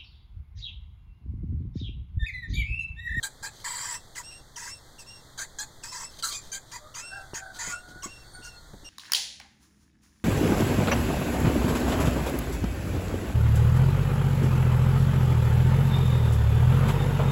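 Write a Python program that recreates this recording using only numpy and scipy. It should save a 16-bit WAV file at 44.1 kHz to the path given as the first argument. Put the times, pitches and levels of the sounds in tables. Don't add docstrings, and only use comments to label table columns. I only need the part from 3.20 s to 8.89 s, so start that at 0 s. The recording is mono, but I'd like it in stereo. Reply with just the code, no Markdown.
import sys
import numpy as np
from scipy import signal
from scipy.fft import rfft, irfft, next_fast_len
from scipy.io import wavfile

SR = 44100
rng = np.random.default_rng(int(sys.argv[2]) if len(sys.argv) > 2 else 0)


def store_wav(level_fs):
    pcm = np.round(np.clip(np.atleast_2d(level_fs), -1, 1) * 32767)
    wavfile.write(sys.argv[1], SR, pcm.T.astype(np.int16))


N = 250929

# start_s, length_s, effort_db, opening_accent_db, swell_s, low_db, middle_db,
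# pulse_start_hz, pulse_end_hz, roughness (0 to 1, anything over counts as 1), low_start_hz, low_end_hz,
# middle_start_hz, middle_end_hz, top_hz, top_width_hz, shriek_db, hiss_db
RASPS = [ (0.027, 0.052, -30, -3.5, 0.015, -7, -4, 797, 842, 0.51, 1480, 1800, 4350, 4600, 7220, 1865, -27, -6),
         (0.225, 0.07, -37, -3, 0.0087, -0.5, -2.5, 800, 844.5, 0.56, 1410, 1830, 4800, 4420, 7130, 910, -7, -9.5),
         (0.441, 0.34, -36.5, 2.5, 0.009, -12, -5.5, 940, 983, 0.91, 1520, 1730, 4450, 5340, 7480, 647, -8, -11),
         (0.954, 0.07, -39, -2.5, 0.016, -3.5, -5, 995, 805, 0.96, 1560, 1800, 4900, 5360, 7100, 1320, -4.5, -8.5),
         (1.361, 0.17, -45.5, 1, 0.007, -4.5, -1, 852, 1097, 1.04, 1510, 1950, 5300, 5250, 6870, 1100, 3.5, -7),
         (1.79, 0.043, -49, -3, 0.0082, -27, 1, 917, 820, 0.75, 1600, 1700, 5400, 5030, 6700, 1200, 6.5, -2),
         (2.175, 0.079, -36.5, -3, 0.017, -4, -3.5, 777, 895, 0.75, 1340, 1970, 4550, 4520, 6800, 1250, -10, -8),
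         (2.385, 0.063, -33, -1.5, 0.0066, -6.5, -4.5, 816, 863, 0.32, 1490, 1770, 4650, 4430, 6840, 1040, -28, -12),
         (2.634, 0.1, -51.5, 12.5, 0.0074, -14, -3.5, 892, 914, 0.99, 1450, 1800, 5000, 5400, 7340, 1200, 4.5, -8),
         (2.716, 0.15, -42, 2, 0.031, -6, -0.5, 905, 1021, 1.04, 1400, 1710, 5150, 5300, 7200, 1300, 0, -11),
         (3.024, 0.042, -30.5, -0.5, 0.013, -12, 2.5, 1401, 1327, 0.42, 1420, 1350, 4350, 4200, 7700, 900, -13, -9),
         (3.04, 0.089, -37.5, 7.5, 0.0029, -18, -1.5, 1392, 1140, 0.8, 1530, 2180, 4550, 5010, 6950, 1400, -18, -6),
         (3.104, 0.095, -41, -2.5, 0.011, -16, 3, 1196, 1240, 0.9, 2170, 2450, 4400, 4980, 6540, 1500, 0, -9.5),
         (3.316, 0.07, -33.5, -4.5, 0.014, -12, -12, 772, 814, 0.29, 1820, 2000, 4550, 4400, 6720, 1000, -5, -10.5),
         (3.515, 0.079, -45, 1, 0.014, -4.5, -4, 979, 905, 0.89, 1350, 1780, 4800, 4930, 6820, 900, 3, -9),
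         (3.746, 0.089, -42.5, 1.5, 0.0083, -11.5, -18, 947, 1044, 1.06, 1380, 2100, 4850, 5250, 6800, 1100, 1.5, -10.5),
         (4.141, 0.067, -37, -0.5, 0.0091, -6.5, -8, 843, 844, 0.92, 1580, 2120, 5100, 5270, 6650, 700, -8, -13.5),
         (4.386, 0.17, -37.5, 1.5, 0.017, -11, -9, 896, 1116, 0.92, 1820, 2200, 4750, 5350, 6880, 1000, -4, -13),
         (4.83, 0.049, -38, 1.5, 0.0098, -6, -9, 1100, 1110, 0.46, 1470, 1730, 5200, 5640, 6700, 1300, -3, -12),
         (5.232, 0.068, -48, -5, 0.012, -16, 2, 914, 807, 0.93, 1490, 1700, 5400, 5300, 6500, 1300, -12, -5),
         ]
# start_s, length_s, pitch_hz, scoop_up_hz, level_db, second_harmonic_db and third_harmonic_db (re first)
WHISTLES = [ (0.737, 0.062, 2745, 84, -40, 1, -2), (1.032, 0.11, 2831, 216, -40.5, 0.5, -7),
            (1.108, 0.1, 2798, 123, -40.5, -1, -10), (1.486, 0.1, 2766, 206, -39.5, 4, -5.5),
            (1.781, 0.06, 2630, -120, -42, -6, -8), (1.86, 0.15, 2771, 74, -41, -0.5, -13),
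            (2.678, 0.076, 2770, 336, -48.5, 12.5, 0), (2.83, 0.077, 2716, 236, -44, 6.5, 1.5),
            (3.127, 0.079, 2477, 62, -37, -1, 1), (3.795, 0.23, 2750, 337, -35.5, -5.5, -13),
            (4.52, 0.096, 2772, 267, -36, -10, -12), (4.868, .17, 2762, 152, -37.5, -8.5, -20),
            (5.218, 0.15, 2763, -60, -41.5, -6, -15), (5.642, 0.089, 2790, -72, -38, -2.5, -14.5), ]
# start_s, pitch_hz (halfway down), level_db (at the start)
CHIRPS = [(0.95, 2800, -40.5), (1.357, 2910, -41), (2.627, 2640, -40), (3.513, 2760, -42.5),
          (3.741, 2730, -35), (4.136, 2730, -39), (4.822, 2790, -35.5)]
# start_s, length_s, level_db
SCUFFS = [(0.282, 0.16, -57.5), (0.361, 0.1, -54.5), (2.857, 0.18, -56), (2.976, 0.037, -45),
          (3.06, 0.019, -44), (3.119, 0.015, -38.5), (3.189, 0.15, -53.5), (3.445, 0.1, -60),
          (4.322, 0.08, -48), (4.357, 0.019, -47), (4.664, 0.073, -56)]
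# start_s, level_db (before it dies away), decay_s
BUMPS = [(0.215, -46, 0.014), (1.199, -41.5, 0.0064), (4.134, -29, 0.0048), (4.474, -34.5, 0.015),
         (4.681, -44.5, 0.042), (4.759, -42, 0.0092), (4.827, -44, 0.012), (4.858, -37, 0.017),
         (5.189, -41, 0.015), (5.534, -34.5, 0.011), (5.627, -45, 0.014)]
# time_s, level_db
RUMBLE_PATH = [(4.5, -55), (5.69, -52.5)]
# time_s, pitch_hz, level_db (of the second harmonic, before it wavers)
CROW_PATH = [(3.56, 589, -65), (3.67, 622, -53), (3.79, 642.7, -59), (3.88, 750, -49.5), (3.96, 793, -45.5),
             (4.1, 749, -51.5), (4.24, 771, -47.5), (4.4, 731.6, -48.5), (4.54, 721, -48.5),
             (4.7, 727, -50.5), (4.96, 752, -61.5), (5.16, 738, -53), (5.49, 698, -63.5)]

# harmonic_number, level_db
SHRIEK_HARMONICS = [(1, -6), (2, 2.5), (3, -1.5), (4, -7), (6, -2)]
# frequency_hz, level_db
AIR_COLOUR = [(300, -19), (600, -3.5), (900, 2), (1400, 5.5), (2000, -5.5), (2900, -2), (4500, -2.5),
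              (6100, -5.5), (8000, -11), (10000, -21), (16000, -40)]
# frequency_hz, level_db
HISS_COLOUR = [(300, -28), (7000, -22), (8500, 4.5), (10600, -2), (11150, -9.5), (11800, -7), (13300, -9),
               (15000, -1.5), (16000, -19)]
# frequency_hz, gain_db
RASP_COLOUR = [(700, -1.5), (1700, 0), (3200, 5), (3700, -3), (4150, -4.5), (5400, -1), (5850, 5.5),
               (6400, 1), (8050, -0.5), (8350, -20), (16000, -28)]
# frequency_hz, level_db
PAPER_COLOUR = [(300, -2), (2000, -10), (4200, 2.5), (7500, -4), (10000, -11.5), (16000, -17)]
# frequency_hz, level_db
THUD_COLOUR = [(30, -13), (130, -2.5), (330, -5), (500, -15), (800, -19.5), (3000, -43), (16000, -58)]
# frequency_hz, level_db
BACKGROUND_COLOUR = [(15, 1), (38, -4.5), (60, -6.5), (130, -6), (180, -14.5), (450, -20), (1200, -25.5),
                     (3200, -27.5), (4300, -25.5), (7600, -29.5), (8400, -33.5), (11000, -37.5),
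                     (15500, -40.5)]
# frequency_hz, time_to_fall_60_db_s
ROOM_DECAY = [(200, 0.39), (1500, 0.12), (7000, 0.18), (16000, 0.11)]
# centre_hz, half_width_hz, near_side_db, far_side_db
OPPOSED_BANDS = [(147, 685, 25.5, 28.6), (2642, 640, 36.5, 59.6), (5290, 1177, 32, 33.7),
                 (7566, 1160, 24.5, 23.4), (10120, 1430, 25, 26), (12500, 1510, 22, 23.6),
                 (15400, 1700, 27, 27)]

ATTACK_S, SWELL_DB, RELEASE_S, RELEASE_DB = 0.0028, -5, 0.033, -14
SETTLE_S = 0.03175
ONSET_BEND = 0.0597
GRIT_DB = 1.1
BITE_DB, LOW_PER_ACCENT, LINGER_DB, LOW_GLIDE_POWER = 4.5, 1, 2, 1.3
TOP_BEND_HZ, TOP_BEND_S = 740, 0.026
AIR_DB, SHRIEK_JITTER = -5.5, 0.02
TORN_DB, TORN_HZ = 1.5, 45
SCOOP_S, SAG_HZ, WHISTLE_ENDS_DB, WHISTLE_CREST = 0.022, 73.8, -13, 0.54
HOARSE_JITTER, CLEARING_S = 0.03, 0.036
WAVER, FOURTH_DB = 0.0068, -15.5
CHIRP_S, CHIRP_FALL, CHIRP_FADE_DB, CHIRP_SECOND_DB, CHIRP_THIRD_DB = 0.014, 0.22, -7.5, 0, -12.5
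CROW_HOARSE_START, CROW_HOARSE_END = 0.85, 0.3
CROW_FIRST_START_DB, CROW_FIRST_END_DB = -6.5, -12.5
CROW_UPPER_DB, CROW_BRIGHT_DB, CROW_BRIGHT_S, CROW_BRIGHT_WIDTH_S = -18, 13.5, 5.23, 0.5
SPLIT_S, SPLIT_WIDTH_S, SPLIT_RATIO, SPLIT_FIRST_DB, SPLIT_SECOND_DB = 4.18, 0.69, 0.87, -10, -13
RUMBLE_HZ, RUMBLE_WIDTH_HZ = 40, 10
WALL_DB = -11
EDGE_HZ = 15850


def mouse():
    out = np.zeros(N)
    for voice, table in (rasp, RASPS), (whistle, WHISTLES), (chirp, CHIRPS):
        for start_s, *row in table:
            add(out, start_s, voice(*row))
    return out


def rasp(length, effort_db, accent_db, swell_s, low_db, middle_db, start_hz, end_hz, rough,
         low_start_hz, low_end_hz, middle_start_hz, middle_end_hz, top_hz, top_width_hz, shriek_db, hiss_db):
    t = np.arange(0, length, 1 / SR)
    count, rough = len(t), np.clip(rough, 0, 1)
    opening = np.exp(-t / SETTLE_S)
    closing = np.maximum(1 - (length - t) / RELEASE_S, 0)
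    swell_db = SWELL_DB * np.maximum(1 - t / swell_s, 0)
    level_db = effort_db + accent_db * opening + swell_db + RELEASE_DB * closing

    wander = (.012 + .085 * rough ** 2) * drift(count, 80) + (.014 + .035 * rough) * drift(count, 500)
    rate_hz = np.linspace(start_hz, end_hz, count) * (1 + wander + ONSET_BEND * opening ** 4)
    turns = np.cumsum(rate_hz) / SR
    pulses = sum(np.cos(2 * np.pi * k * turns) * gain_of(3 * drift(count, 90))
                 for k in np.arange(1, EDGE_HZ / end_hz))
    puffs = evened((.16 + np.exp(-(turns % 1) / .4)) * rng.standard_normal(count))
    drive = evened(pulses) + .3 * rough * puffs

    low_hz = low_start_hz + (low_end_hz - low_start_hz) * (t / length) ** LOW_GLIDE_POWER
    low_gain = gain_of(low_db + LOW_PER_ACCENT * accent_db * opening + LINGER_DB * closing)
    low = resonance(drive, low_hz, 1150) * gain_of(1.6 * drift(count, 92)) * low_gain
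    middle_hz = np.linspace(middle_start_hz, middle_end_hz, count)
    middle = resonance(drive, middle_hz, 1150) * torn(count) * gain_of(middle_db + BITE_DB * opening)
    top = resonance(drive, top_hz + TOP_BEND_HZ * np.exp((t - length) / TOP_BEND_S), top_width_hz)
    scream = shriek(count, middle_hz / 2, turns) * torn(count) * gain_of(shriek_db)
    air = colour(drive + .5 * rough * puffs, AIR_COLOUR) * gain_of(AIR_DB)
    voiced = filtered(top + middle + low + scream + air, RASP_COLOUR)

    teeth = gain_of(hiss_db) * colour(drive + puffs, HISS_COLOUR)
    grit = evened(gain_of(GRIT_DB * drift(count, 450)))
    return faded(gain_of(level_db) * grit * (voiced + teeth), ATTACK_S)


def shriek(count, pitch_hz, beats):
    jitter = SHRIEK_JITTER * (drift(count, 500) + .9 * drift(count, 60))
    phase = 2 * np.pi * np.cumsum(pitch_hz * (1 + jitter)) / SR
    tone = sum(gain_of(db) * np.sin(round(k) * phase) for k, db in SHRIEK_HARMONICS)
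    return evened(tone * (1 + .5 * np.cos(2 * np.pi * beats)))


def whistle(length, pitch_hz, scoop_hz, level_db, second_db, third_db):
    t = np.arange(0, length, 1 / SR)
    along = t / length
    hz = pitch_hz - scoop_hz * np.exp(-t / SCOOP_S) - SAG_HZ * along ** 2
    hz *= 1 + HOARSE_JITTER * np.exp(-t / CLEARING_S) * drift(len(t), 500)
    arch_db = WHISTLE_ENDS_DB * (2 * along ** WHISTLE_CREST - 1) ** 2
    return clean_tone(hz, level_db + arch_db, second_db, third_db)


def chirp(pitch_hz, level_db):
    along = np.linspace(0, 1, round(CHIRP_S * SR))
    hz = pitch_hz * (1 + CHIRP_FALL * (.5 - along))
    return clean_tone(hz, level_db + CHIRP_FADE_DB * along, CHIRP_SECOND_DB, CHIRP_THIRD_DB)


def clean_tone(hz, level_db, second_db, third_db):
    count = len(hz)
    waver = WAVER * drift(count, 30) + .003 * drift(count, 600)
    phase = 2 * np.pi * np.cumsum(hz * (1 + waver)) / SR
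    harmonics_db = [0, second_db, third_db, third_db + FOURTH_DB]
    tone = sum(gain_of(db + 2.2 * drift(count, 40)) * np.sin(k * phase)
               for k, db in enumerate(harmonics_db, 1))
    return faded(gain_of(level_db) * tone, .004)


def scuffs():
    out = np.zeros(N)
    for start_s, length, db in SCUFFS:
        count = round(length * SR)
        grains = rng.standard_normal(count) * gain_of(4 * drift(count, 780))
        slide = np.hanning(count) * np.sqrt(2)
        add(out, start_s, gain_of(db) * colour(grains, PAPER_COLOUR) * slide)
    return out


def bumps():
    out, t = np.zeros(N), np.arange(SR // 8) / SR
    for start_s, db, decay_s in BUMPS:
        thud = colour(rng.standard_normal(len(t)), THUD_COLOUR)
        shape = np.exp(-t / decay_s) * (1 - np.exp(-t / 0.00044))
        add(out, start_s, gain_of(db) * thud * shape)
    return out


def rumble():
    start_s, (level_db,) = curves(RUMBLE_PATH)
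    count, out = len(level_db), np.zeros(N)
    tone = np.sin(2 * np.pi * RUMBLE_HZ * np.arange(count) / SR)
    wobble = drift(count, RUMBLE_WIDTH_HZ) * tone
    add(out, start_s, faded(gain_of(level_db) * evened(wobble), .02))
    return out


def far_crow():
    start_s, (hz, level_db) = curves(CROW_PATH)
    count, out = len(hz), np.zeros(N)
    t = start_s + np.arange(count) / SR
    hoarse = np.linspace(CROW_HOARSE_START, CROW_HOARSE_END, count)
    jitter = hoarse * (.012 * drift(count, 40) + .022 * drift(count, 300))
    phase = 2 * np.pi * np.cumsum(hz * (1 + jitter)) / SR

    brightening = np.exp(-((t - CROW_BRIGHT_S) / CROW_BRIGHT_WIDTH_S) ** 2)
    upper_db = CROW_UPPER_DB + CROW_BRIGHT_DB * brightening
    first_db = np.linspace(CROW_FIRST_START_DB, CROW_FIRST_END_DB, count)
    harmonics_db = {1: first_db, 2: 0, 3: upper_db - 12, 6: upper_db, 12: upper_db - 6}
    call = sum(gain_of(db) * evened(gain_of(3.5 * drift(count, 16))) * np.sin(k * phase)
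               for k, db in harmonics_db.items())

    lower = gain_of(SPLIT_FIRST_DB) * np.sin(SPLIT_RATIO * phase)
    lower += gain_of(SPLIT_SECOND_DB) * np.sin(2 * SPLIT_RATIO * phase)
    call += lower * torn(count) * np.exp(-((t - SPLIT_S) / SPLIT_WIDTH_S) ** 2)
    call *= 1 + .45 * hoarse * drift(count, 150)
    add(out, start_s, faded(call * gain_of(level_db + 3.5 * drift(count, 73)), 0.017))
    return out


def background():
    swell_db = .8 * drift(N, 4)
    return gain_of(-47.0 + swell_db) * colour(rng.standard_normal(N), BACKGROUND_COLOUR)


def room(x, tail_db):
    size = SR // 2
    taps = rng.standard_normal(size) * (rng.random(size) < 3000 / SR)
    hz, t, bands = signal.stft(taps, SR, nperseg=256)
    decay = gain_of(-60 * t / read(ROOM_DECAY, hz)[:, None])
    tail = signal.istft(bands * decay, SR, nperseg=256)[1]
    echoes = gain_of(tail_db) * tail / np.linalg.norm(tail)
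    walls = (rng.uniform(.001, .009, size=6) * SR).astype(int)
    echoes[walls] += gain_of(WALL_DB) * rng.choice([-1, 1], size=6)
    return signal.fftconvolve(x, echoes)[:N]


def stereo(ports, order):
    hz = np.fft.rfftfreq(N, 1 / SR)
    side_db = -25.5 + sum(db[order] * np.exp(-((hz - centre) / width) ** 2)
                          for centre, width, *db in OPPOSED_BANDS)
    angle = np.arctan(gain_of(side_db))
    middle = irfft(rfft(ports[0]) * np.cos(angle), N)
    side = irfft(rfft(ports[1]) * np.sin(angle) * np.exp(1.9j), N)
    return np.array([middle + side, middle - side])


def gain_of(db):
    return 10 ** (np.asarray(db) / 20)


def evened(x):
    return x / np.sqrt(np.mean(x ** 2) + 1e-20)


def read(points, hz):
    f, value = np.transpose(points)
    return np.interp(np.log(hz + 1), np.log(f + 1), value)


def curves(rows):
    s, *columns = np.transpose(rows)
    t = np.arange(s[0], s[-1], 1 / SR)
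    return s[0], [np.interp(t, s, c) for c in columns]


def add(mix, start_s, sound):
    part = mix[max(round(start_s * SR), 0):][:len(sound)]
    part += sound[:len(part)]


def filtered(x, points):
    gains = gain_of(read(points, np.fft.rfftfreq(len(x), 1 / SR)))
    return irfft(rfft(x) * gains, len(x))


def colour(x, points):
    return evened(filtered(x, points))


def drift(count, hz):
    size = next_fast_len(count + 8192)
    smoothing = np.exp(-(np.fft.rfftfreq(size, 1 / SR) / hz) ** 2)
    return evened(irfft(rfft(rng.standard_normal(size)) * smoothing, size))[:count]


def torn(count):
    return evened(gain_of(TORN_DB * drift(count, TORN_HZ)))


def resonance(x, hz, width_hz):
    wavering_hz = hz + .14 * width_hz * drift(len(x), 50)
    turn = np.exp(2j * np.pi * np.cumsum(wavering_hz) / SR)
    smooth = signal.butter(2, np.clip(width_hz / 2, 50, 5000), fs=SR, output="sos")
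    return evened((turn * signal.sosfilt(smooth, x / turn)).real)


def faded(x, seconds):
    return x * signal.windows.tukey(len(x), min(2 * seconds * SR / len(x), 1))


def scene():
    close, crow, knocks, shared = mouse() + scuffs(), far_crow(), bumps(), background()
    near = [close + room(close, tail_db=-7.5) + knocks for port in range(2)]
    far = [crow + room(crow, tail_db=0.5) + 0.57 * shared + 0.75 * background() + rumble()
           for port in range(2)]
    return stereo(near, order=0) + stereo(far, order=1)


def record(dry):
    low_pass = signal.firwin(511, EDGE_HZ, window=("kaiser", 9), fs=SR)
    return signal.oaconvolve(dry, low_pass[None], "same", axes=1)


dry = scene()
out = record(dry)
store_wav(out)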